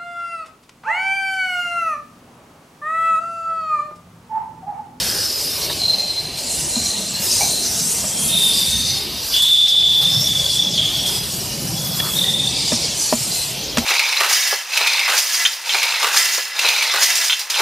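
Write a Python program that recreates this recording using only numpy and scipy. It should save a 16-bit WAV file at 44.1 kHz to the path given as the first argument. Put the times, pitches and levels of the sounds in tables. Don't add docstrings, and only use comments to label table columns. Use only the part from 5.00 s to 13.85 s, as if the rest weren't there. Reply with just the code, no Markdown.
import sys
import numpy as np
from scipy import signal
from scipy.fft import rfft, irfft, next_fast_len
from scipy.io import wavfile
from scipy.ndimage import uniform_filter1d, map_coordinates

SR = 44100
rng = np.random.default_rng(int(sys.argv[2]) if len(sys.argv) > 2 else 0)


def inscribe(sig):
    pcm = np.round(np.clip(np.atleast_2d(sig).T, -1, 1) * 32767)
    wavfile.write(sys.argv[1], SR, pcm.astype(np.int16))


N = 390255

# time_s, rumble_db, low_hum_db, high_hum_db, roar_db, upper_roar_db
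HALL_LEVELS = [(0.0, -43, -55, -61, -33.5, -29.5), (0.34, -49, -57, -64, -38, -39.5),
               (0.67, -38.5, -54, -58, -36.5, -33.5), (0.88, -52, -48, -46, -36, -37),
               (1.33, -56, -50, -51, -37.5, -37), (1.77, -36, -57, -38, -35.5, -36),
               (2.09, -51, -46, -40, -39, -35.5), (2.36, -41, -46, -50, -33.5, -33.5),
               (2.81, -43.5, -51, -36, -38.5, -38), (3.13, -37.5, -44, -37.5, -35.5, -34.5),
               (3.47, -47, -44, -39, -37, -34), (3.82, -31.5, -41, -37.5, -41, -32.5),
               (4.14, -42, -55, -43.5, -36, -35), (4.53, -45, -56, -55, -46.5, -43),
               (4.78, -47, -42, -44.5, -42, -64), (5.08, -40, -32, -64, -38, -35.5),
               (5.69, -35.5, -36, -38, -37.5, -37), (5.96, -36, -35, -44, -35.5, -33),
               (6.26, -36, -36.5, -35, -36.5, -35.5), (6.87, -42, -28.5, -43.5, -35, -41),
               (7.84, -41.5, -38.5, -41, -35, -30), (8.16, -53, -39, -57, -37.5, -35),
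               (8.48, -47, -41.5, -61, -39, -33), (8.85, -43, -38, -56, -31.5, -32.5)]
# low_hz, high_hz, width_octaves
MOTOR_HUMS = (139.3, 180.7, 0.3)
# pitch_hz, relative_db
RUMBLE_COLOUR = [(25, -40), (40, -29), (52, -3.5), (75, -5.5), (105, -7.5), (150, -12), (300, -99)]
# pitch_hz, relative_db
ROAR_COLOUR = [(170, -3), (240, 0.5), (330, -0.5), (600, -1.5), (950, -5), (1200, -14), (2000, -34.5)]
# pitch_hz, relative_db
UPPER_ROAR_COLOUR = [(800, -41), (1100, -5), (1500, -1), (2100, 3.5), (2800, 9.5), (3600, 8.5), (4400, 7.5),
                     (6000, -35)]
# start_s, level_db, boom_db, crack_db (the last two relative to the knock)
BOX_KNOCKS = [(.70, -25, -16, -2), (.945, -32.5, -12, -10), (1.759, -27.5, 16, -20), (3.041, -27, -8, -9),
              (5.658, -31, 9, -20), (7.72, -16, 6.5, -6), (8.126, -12, 3.5, -14), (8.772, -18, 12, 5.5)]
# pitch_hz, relative_db, fall_by_60_db_s
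BOX_WALLS = [(625, 4.5, 0.068), (972, -2, 0.086), (1235, -8, 0.063)]
# pitch_hz, fall_by_60_db_s, rise_s, delay_s
BOX_AIR = (233, .095, .004, .006)
# pitch_hz, relative_db, fall_by_60_db_s
ROLLERS = [(1780, 0, .022), (2350, -7, .02), (2850, -3, .02), (3400, -5, .02)]
# low_pass_hz, fall_by_60_db_s, relative_db
BLOW_THUD = (1000, .055, -3)
# delay_s, relative_db
SECOND_CONTACT = (0.01, 0)
# start_s, level_db
ROLLER_TAPS = [(7.0, -10.5)]
# start_s, pitch_hz, level_db, third_harmonic_db, fall_by_60_db_s
PIPE_HOOTS = [(2.405, 770, -18.5, -3.5, 0.22)]
# peak_s, peak_db, half_length_s
WHISTLE_THROBS = [(0.817, -17, 0.0093), (0.838, -13.5, 0.014), (0.86, -13, 0.014), (0.884, -14, 0.015),
                  (0.904, -13, 0.023), (0.94, -13, 0.021), (0.97, -21, 0.011), (1.004, -15, 0.019),
                  (1.037, -18, 0.013), (1.058, -21, 0.01), (1.106, -17.5, 0.035), (1.186, -17, 0.042),
                  (7.17, -20, 0.0073), (7.193, -14, 0.013), (7.219, -15, 0.012), (7.244, -17, 0.0064),
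                  (7.266, -21, 0.015), (7.288, -10.5, 0.0094), (7.302, -14.5, 0.018), (7.348, -17, 0.014),
                  (7.371, -17, 0.0094), (7.404, -12.5, 0.012), (7.422, -20, 0.011), (7.444, -14.5, 0.017),
                  (7.476, -18, 0.0095)]
# pitch_hz, companion_hz, companion_db
STUTTER_TONES = [(4120, 3890, -14), (3605, 3380, -13)]
# time_s, pitch_hz, level_db
WHISTLE_BURSTS = [
    [(.78, 4140, -30), (.83, 4135, -20.5), (1.2, 4115, -31.5), (1.24, 4110, -30)],
    [(1.24, 4110, -29), (1.4, 4120, -32), (1.462, 4150, -48), (1.478, 4150, -28), (1.62, 4150, -40)],
    [(1.7, 4120, -38), (1.76, 4110, -24), (2.124, 4120, -32), (2.15, 4130, -26), (2.2, 4180, -29)],
    [(3.24, 3670, -42), (3.34, 3660, -16.5), (3.404, 3633, -15), (3.698, 3586, -22), (3.724, 3650, -20.5),
     (3.94, 3650, -30), (3.962, 3630, -26), (4.122, 3700, -41), (4.2, 3700, -31)],
    [(4.3, 3435, -37), (4.356, 3450, -16), (4.468, 3520, -12.5), (4.988, 3484, -13), (5.012, 3470, -17.5),
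     (5.038, 3534, -13.5), (5.21, 3530, -19), (5.23, 3480, -29), (5.27, 3510, -17.5), (5.362, 3440, -21.5),
     (5.374, 3450, -20.5), (5.55, 3410, -22), (5.594, 3470, -16.5), (5.686, 3430, -21), (5.73, 3440, -31),
     (5.74, 3470, -20)],
    [(5.74, 3450, -19), (5.768, 3420, -26), (5.78, 3335, -15.5), (6.018, 3350, -23), (6.024, 3390, -29),
     (6.05, 3340, -20.5), (6.4, 3350, -44)],
    [(6.72, 3370, -54), (6.764, 3400, -30.5), (6.952, 3380, -31), (6.974, 3370, -39), (7.002, 3370, -23),
     (7.012, 3390, -27), (7.16, 3370, -26.5)],
    [(7.15, 3600, -31), (7.19, 3600, -20.5), (7.48, 3550, -26.5), (7.72, 3570, -28), (7.9, 3580, -44)],
]
BURST_BREATH = [0.32, .1, 0.53, .2, 0.21, 0.78, 0.046, 0.95]
BURST_CHATTER = [0.22, 0.16, 0.18, 0.12, 0.23, 0.19, 0.19, 0.36]
# start_s, end_s, first_hz, last_hz, level_db, breathy_share (0-1)
SIDE_WHISTLES = [(0, 0.284, 1540, 1558, -37.5, 0.97), (0, .58, 5180, 4970, -27, 0.95),
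                 (0.697, 0.738, 3720, 3840, -26, .8), (1.72, 2.05, 3980, 3900, -33.5, .8),
                 (1.82, 1.89, 5750, 5800, -28, .6), (2.26, 2.408, 4980, 4900, -27, 0.8),
                 (2.282, 2.51, 6200, 6200, -24.5, 0.4), (2.273, 2.45, 8470, 8600, -28, .5),
                 (2.383, 2.688, 3990, 4140, -25.5, 0.87), (2.604, 2.92, 5400, 5500, -33.5, 0.4),
                 (2.61, 3, 5950, 6060, -38, 0.4), (2.953, 3.337, 6140, 9900, -33.5, .9),
                 (3.102, 3.612, 3250, 3170, -32, 0.4), (3.235, 3.558, 10100, 9800, -29, 0.05),
                 (3.522, 3.663, 4710, 4700, -22.5, 1), (3.705, 4.013, 4520, 4310, -29.5, .4),
                 (3.698, 3.965, 6200, 6000, -27.5, 0.6), (4.329, 4.41, 2950, 2950, -24, 0.97),
                 (5.091, 5.281, 5080, 5600, -22, 0.75), (6.056, 6.26, 5100, 4930, -29, 0.1),
                 (6.25, 6.8, 2955, 2976, -40.5, 0.48), (7.016, 7.101, 1270, 1190, -32.5, 1),
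                 (7.196, 7.601, 3430, 3344, -32, 0.2), (7.217, 7.337, 1960, 1890, -38, .1),
                 (7.52, 7.72, 4700, 5240, -28, 1), (7.97, 8.096, 6120, 5870, -25.5, 1),
                 (8.002, 8.193, 4500, 4380, -31, .5), (8.3, 8.46, 4100, 4050, -28, 1)]
# time_s, low_hump_hz, low_hump_db, high_hump_hz, high_hump_db, top_hiss_db
AIR_JETS = [(0.0, 5150, -25, 7900, -30, -29), (0.71, 4770, -27.5, 8400, -35, -32),
            (0.81, 4580, -28, 7550, -33, -39.5), (1.31, 4720, -35, 8290, -41, -47),
            (1.55, 5030, -31.5, 7770, -25, -38), (2.12, 5280, -30.5, 7500, -30, -42.5),
            (2.24, 4670, -32, 7000, -26.5, -25.5), (2.31, 4900, -18.5, 7760, -22, -29.5),
            (2.59, 5170, -29.5, 7600, -25, -32), (2.66, 5270, -23.5, 7260, -25, -31.5),
            (2.88, 5400, -26, 7900, -25.5, -32), (3.13, 5450, -30.5, 7200, -27.5, -38),
            (3.25, 4970, -33.5, 8450, -23, -34.5), (3.62, 4770, -25.5, 9050, -25, -30),
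            (3.7, 4970, -28, 8450, -25, -35), (3.89, 4610, -24, 8400, -30, -37),
            (4.11, 4770, -32, 8300, -42.5, -36), (4.26, 4900, -26.5, 8950, -34.5, -32.5),
            (4.36, 4770, -20.5, 7210, -35, -27.5), (4.41, 4750, -31, 7900, -30.5, -35),
            (4.8, 4840, -31.5, 7800, -37, -41.5), (5.0, 4770, -27, 8160, -39, -34.5),
            (5.25, 5300, -27.5, 7910, -32.5, -32), (5.4, 4940, -27.5, 7490, -33, -34.5),
            (5.54, 4850, -24, 7870, -30, -35.5), (5.72, 5150, -28.5, 7550, -40, -39),
            (5.79, 4750, -27.5, 7500, -31.5, -40), (6.06, 4940, -30, 7920, -33, -34),
            (6.73, 5100, -30.5, 8020, -34.5, -33.5), (7.17, 4900, -29, 7830, -32, -28),
            (7.37, 4900, -32, 8000, -31, -42), (7.56, 4700, -25.5, 7450, -30, -42),
            (7.71, 5040, -22.5, 7300, -25.5, -39), (7.94, 5000, -26.5, 7200, -31, -43),
            (7.99, 5000, -26, 7460, -26, -37), (8.43, 4800, -29.5, 7740, -26.5, -31),
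            (8.7, 5070, -30.5, 7800, -44, -42), (8.85, 4700, -30.5, 7300, -41, -38)]
# pitch_hz, relative_db
TOP_COLOUR = [(8500, 6), (10500, 12), (12000, 11.5), (14500, 14.5)]
# pitch_hz, relative_to_centre_db
SIDE_COLOUR = [(3500, -53), (4500, -57), (6000, -20), (7500, -8.5), (10000, -2.5), (14300, -3.5)]
# start_s, rise_db, fall_by_60_db_s
AIR_BLASTS = [(1.37, 7, 0.46), (2.29, -2.5, 0.5), (4.36, 4.5, 0.23), (4.42, 11.5, 0.1), (4.68, 8.5, 0.28),
              (5.01, 5, 0.24), (5.2, 4, 0.46), (5.77, -1, .5), (6.06, 4.5, 1.3), (8.02, 1.5, 0.54),
              (8.775, 5.5, 0.97)]

TOP_HZ = 14300
FRAME = 512
BLAST_RISE_S = 0.0053
FLUTTER_DB, FLUTTER_RATE, WANDER = 1, 11, 0.0039
WAVER_DB, WAVER_RATE = 1, 5
CHATTER_HZ, CHATTER_UNEVEN = 44.76, 0.198
LOCK_DB, LOCK_RANGE_DB, LOCK_MOST = -19, 6, 0.43


def amp(db):
    return 10 ** (np.asarray(db) / 20)


def unit(x):
    return x / np.sqrt(np.mean(np.abs(x) ** 2) + 1e-20)


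def along(points, hz):
    f, v = np.transpose(points)
    return np.interp(np.log(hz + 1), np.log(f + 1), v)


def curves(rows, t):
    s, *cols = np.transpose(rows)
    return [np.interp(t, s, c) for c in cols]


def wobble(rate, count):
    knots = rng.standard_normal(int(count * rate / SR) + 4)
    return map_coordinates(knots, [np.arange(count) * rate / SR])


def unrest(rate, t):
    return np.interp(t, np.arange(N) / SR, wobble(rate, count=N))


def patchy(colour, patchy_db, streak_db, size):
    hz, t, z = signal.stft(rng.standard_normal(N), SR, nperseg=size)
    patches = uniform_filter1d(rng.standard_normal(z.shape), size=5, axis=0)
    patches = uniform_filter1d(patches, size=5, axis=1)
    streaks = uniform_filter1d(rng.standard_normal(z.shape), size=25, axis=1)
    gain = colour(hz[:, None], t) * amp(patchy_db * unit(patches) + streak_db * unit(streaks))
    return signal.istft(z * gain, SR, nperseg=size)[1][:N]


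def levelled(shape, db):
    return shape / np.sqrt(np.mean(shape ** 2, axis=0)) * amp(db)


def hump(hz, centre_hz, width, skirt_db):
    octaves = np.log2((hz + 1) / centre_hz)
    core = np.exp(-(octaves / width) ** 2)
    return core + amp(skirt_db) * np.exp(-(octaves / (1.83 * width)) ** 2)


def hall(hz, t):
    *motors_db, roar_db, upper_db = curves(HALL_LEVELS, t)
    rumble_db, low_db, high_db = (db + WAVER_DB * unrest(WAVER_RATE, t) for db in motors_db)
    low_hz, high_hz, width = MOTOR_HUMS
    layers = [levelled(amp(along(RUMBLE_COLOUR, hz)), rumble_db),
              levelled(hump(hz, low_hz, width, skirt_db=8), low_db),
              levelled(hump(hz, high_hz, width, skirt_db=0), high_db),
              levelled(amp(along(ROAR_COLOUR, hz)), roar_db),
              levelled(amp(along(UPPER_ROAR_COLOUR, hz)), upper_db)]
    return np.sqrt(sum(layer ** 2 for layer in layers))


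def ring(modes, t):
    out = 0
    for hz, db, t60 in modes:
        level_db = db + rng.normal(0, 2)
        out = out + amp(level_db - 60 * t / t60) * np.sin(2 * np.pi * hz * t)
    return out


def dull_noise(cutoff_hz, count):
    b, a = signal.butter(2, cutoff_hz, fs=SR)
    return unit(signal.lfilter(b, a, rng.standard_normal(count)))


def knocks():
    out, t = np.zeros(N + SR), np.arange(SR // 4) / SR
    boom_hz, boom_t60, rise, delay = BOX_AIR
    thud_hz, thud_t60, thud_db = BLOW_THUD
    again_s, again_db = SECOND_CONTACT
    late, again = np.maximum(t - delay, 0), t - again_s
    for s, db, boom_db, crack_db in BOX_KNOCKS:
        boom_swell = amp(boom_db - 60 * late / boom_t60) * (1 - np.exp(-late / rise))
        boom = boom_swell * np.sin(2 * np.pi * boom_hz * late)
        thud = amp(thud_db - 60 * t / thud_t60) * dull_noise(thud_hz, len(t))
        contacts = amp(-60 * t / 0.034) + (again > 0) * amp(again_db - 60 * again / 0.05)
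        crack = amp(-4) * ring(ROLLERS, t) + contacts * dull_noise(6500, len(t))
        walls = amp(-6) * ring(BOX_WALLS, t)
        knock = walls + thud + boom + amp(crack_db) * crack
        out[round(s * SR):][:len(t)] += amp(db) * knock
    for s, db in ROLLER_TAPS:
        tap = ring(ROLLERS, t) + amp(-60 * t / .02) * dull_noise(6000, len(t))
        out[round(s * SR):][:len(t)] += amp(db) * (1 - np.exp(-t / .002)) * tap
    return out[:N]


def drift(width_hz, count):
    pole = np.exp(-2 * np.pi * width_hz / SR)
    lead_in = SR // 20
    white = rng.standard_normal(count + lead_in) + 1j * rng.standard_normal(count + lead_in)
    return unit(signal.lfilter([1], [1, -2 * pole, pole ** 2], white)[lead_in:])


def edge_tone(hz, breathy, steady):
    share = np.clip(breathy, 0, 1)
    lift = np.exp(2j * np.pi * 45 * np.arange(len(hz)) / SR)
    breath = drift(205, count=len(hz)) * lift
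    z = np.sqrt(1 - share) * drift(54, count=len(hz)) + np.sqrt(share) * breath
    z = z * (np.abs(z) + 1e-3) ** -np.clip(steady, 0, 1)
    phase = 2 * np.pi * np.cumsum(hz) / SR
    tone = np.sqrt(2) * np.real(z * np.exp(1j * phase))
    faint_octave = amp(-31) * np.real(z * z * np.exp(2j * phase))
    return tone + faint_octave


def hoots():
    out, t = np.zeros(N + SR), np.arange(SR // 2) / SR
    for s, hz, db, third_db, t60 in PIPE_HOOTS:
        swell = amp(db - 60 * t / t60) * (1 - np.exp(-t / 0.0038))
        first, third = (edge_tone(k * hz + 0 * t, breathy=.1, steady=.7) for k in (1, 3))
        out[round(s * SR):][:len(t)] += swell * (first + amp(third_db) * third)
    return out[:N]


def throbs():
    out = np.zeros(N)
    for s, db, length in WHISTLE_THROBS:
        hz, low_hz, low_db = STUTTER_TONES[int(s > N / SR / 2)]
        t = np.arange(-round(length * SR), round(length * SR)) / SR
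        swell = np.cos(np.pi / 2 * t / length) ** 2
        turn = 2 * np.pi * rng.random(size=2)
        tone = np.sin(2 * np.pi * hz * t + turn[0])
        companion = amp(low_db) * np.sin(2 * np.pi * low_hz * t + turn[1])
        out[round(s * SR) - len(t) // 2:][:len(t)] += amp(db) * swell * (tone + companion)
    return out


def whistle():
    out = np.zeros(N)
    beat_hz = CHATTER_HZ * (1 + CHATTER_UNEVEN * wobble(15, count=N))
    beat = np.cos(2 * np.pi * np.cumsum(beat_hz) / SR)
    for rows, breathy, chatter in zip(WHISTLE_BURSTS, BURST_BREATH, BURST_CHATTER):
        a, b = round(rows[0][0] * SR), round(rows[-1][0] * SR)
        t = np.arange(a, b) / SR
        hz, db = curves(rows, t)
        lock = np.clip((db - LOCK_DB) / LOCK_RANGE_DB, 0, 1)
        fade = np.clip(np.minimum(t - t[0], t[-1] - t) / 0.0024, 0, 1)
        beating = 1 + chatter * (1 - lock) * beat[a:b]
        out[a:b] += amp(db) * fade * beating * edge_tone(hz, breathy, LOCK_MOST * lock)
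    for start, end, first_hz, last_hz, db, breathy in SIDE_WHISTLES:
        a, b = round(start * SR), round(end * SR)
        swell = np.sin(np.linspace(0, np.pi, b - a)) ** 0.31
        glide = np.linspace(first_hz, last_hz, b - a)
        out[a:b] += amp(db) * swell * edge_tone(glide, breathy, 0)
    return out


def blasts(t):
    since = np.maximum(t - np.array(AIR_BLASTS)[:, :1], 0)
    db, t60 = np.array(AIR_BLASTS)[:, 1:].T[..., None]
    fall = amp(-120 * since / t60)
    extra = (amp(db) ** 2 - 1) * fall * (1 - np.exp(-since / BLAST_RISE_S))
    return 10 * np.log10(1 + extra.sum(axis=0))


def jets(unsteady):
    def colour(hz, t):
        low_hz, low_db, high_hz, high_db, top_db = curves(AIR_JETS, t)
        low_bend, low_flutter, high_bend, high_flutter, top_flutter = [
            np.interp(t, np.arange(N) / SR, u) for u in unsteady]
        low = levelled(hump(hz, low_hz * (1 + WANDER * low_bend), width=0.28, skirt_db=3),
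                       low_db + FLUTTER_DB * low_flutter)
        high = levelled(hump(hz, high_hz * (1 + WANDER * high_bend), width=0.27, skirt_db=43),
                        high_db + FLUTTER_DB * high_flutter)
        top = levelled(amp(along(TOP_COLOUR, hz)) * (hz < TOP_HZ), top_db + FLUTTER_DB * top_flutter)
        return amp(blasts(t)) * np.sqrt(low ** 2 + high ** 2 + top ** 2)
    return colour


def scene():
    far = patchy(hall, patchy_db=3.0, streak_db=1.3, size=4 * FRAME)
    hiss = jets([wobble(FLUTTER_RATE, count=N) for _ in range(5)])
    gusts = amp(0.11 * wobble(8.3, count=N) + 0.84 * wobble(25, count=N))
    air = gusts * patchy(hiss, patchy_db=2.5, streak_db=2.0, size=FRAME)
    centre = far + knocks() + hoots() + throbs() + whistle() + air

    def side_hiss(hz, t):
        return hiss(hz, t) * amp(along(SIDE_COLOUR, hz) - 2.0)

    apart = patchy(side_hiss, patchy_db=6, streak_db=-2.0, size=2 * FRAME)
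    return np.array([centre + apart, centre - apart])


def record(dry):
    soft = dry / (1 + np.abs(dry / .75) ** 6) ** (1 / 6)
    bass_cut = signal.butter(4, 42, "high", fs=SR, output="sos")
    soft = signal.sosfilt(bass_cut, soft)
    m = next_fast_len(N + SR // 2)
    kept = np.fft.rfftfreq(m, 1 / SR) < TOP_HZ
    return irfft(rfft(soft, m) * kept, m)[:, :N]


dry = scene()
out = record(dry)
inscribe(out)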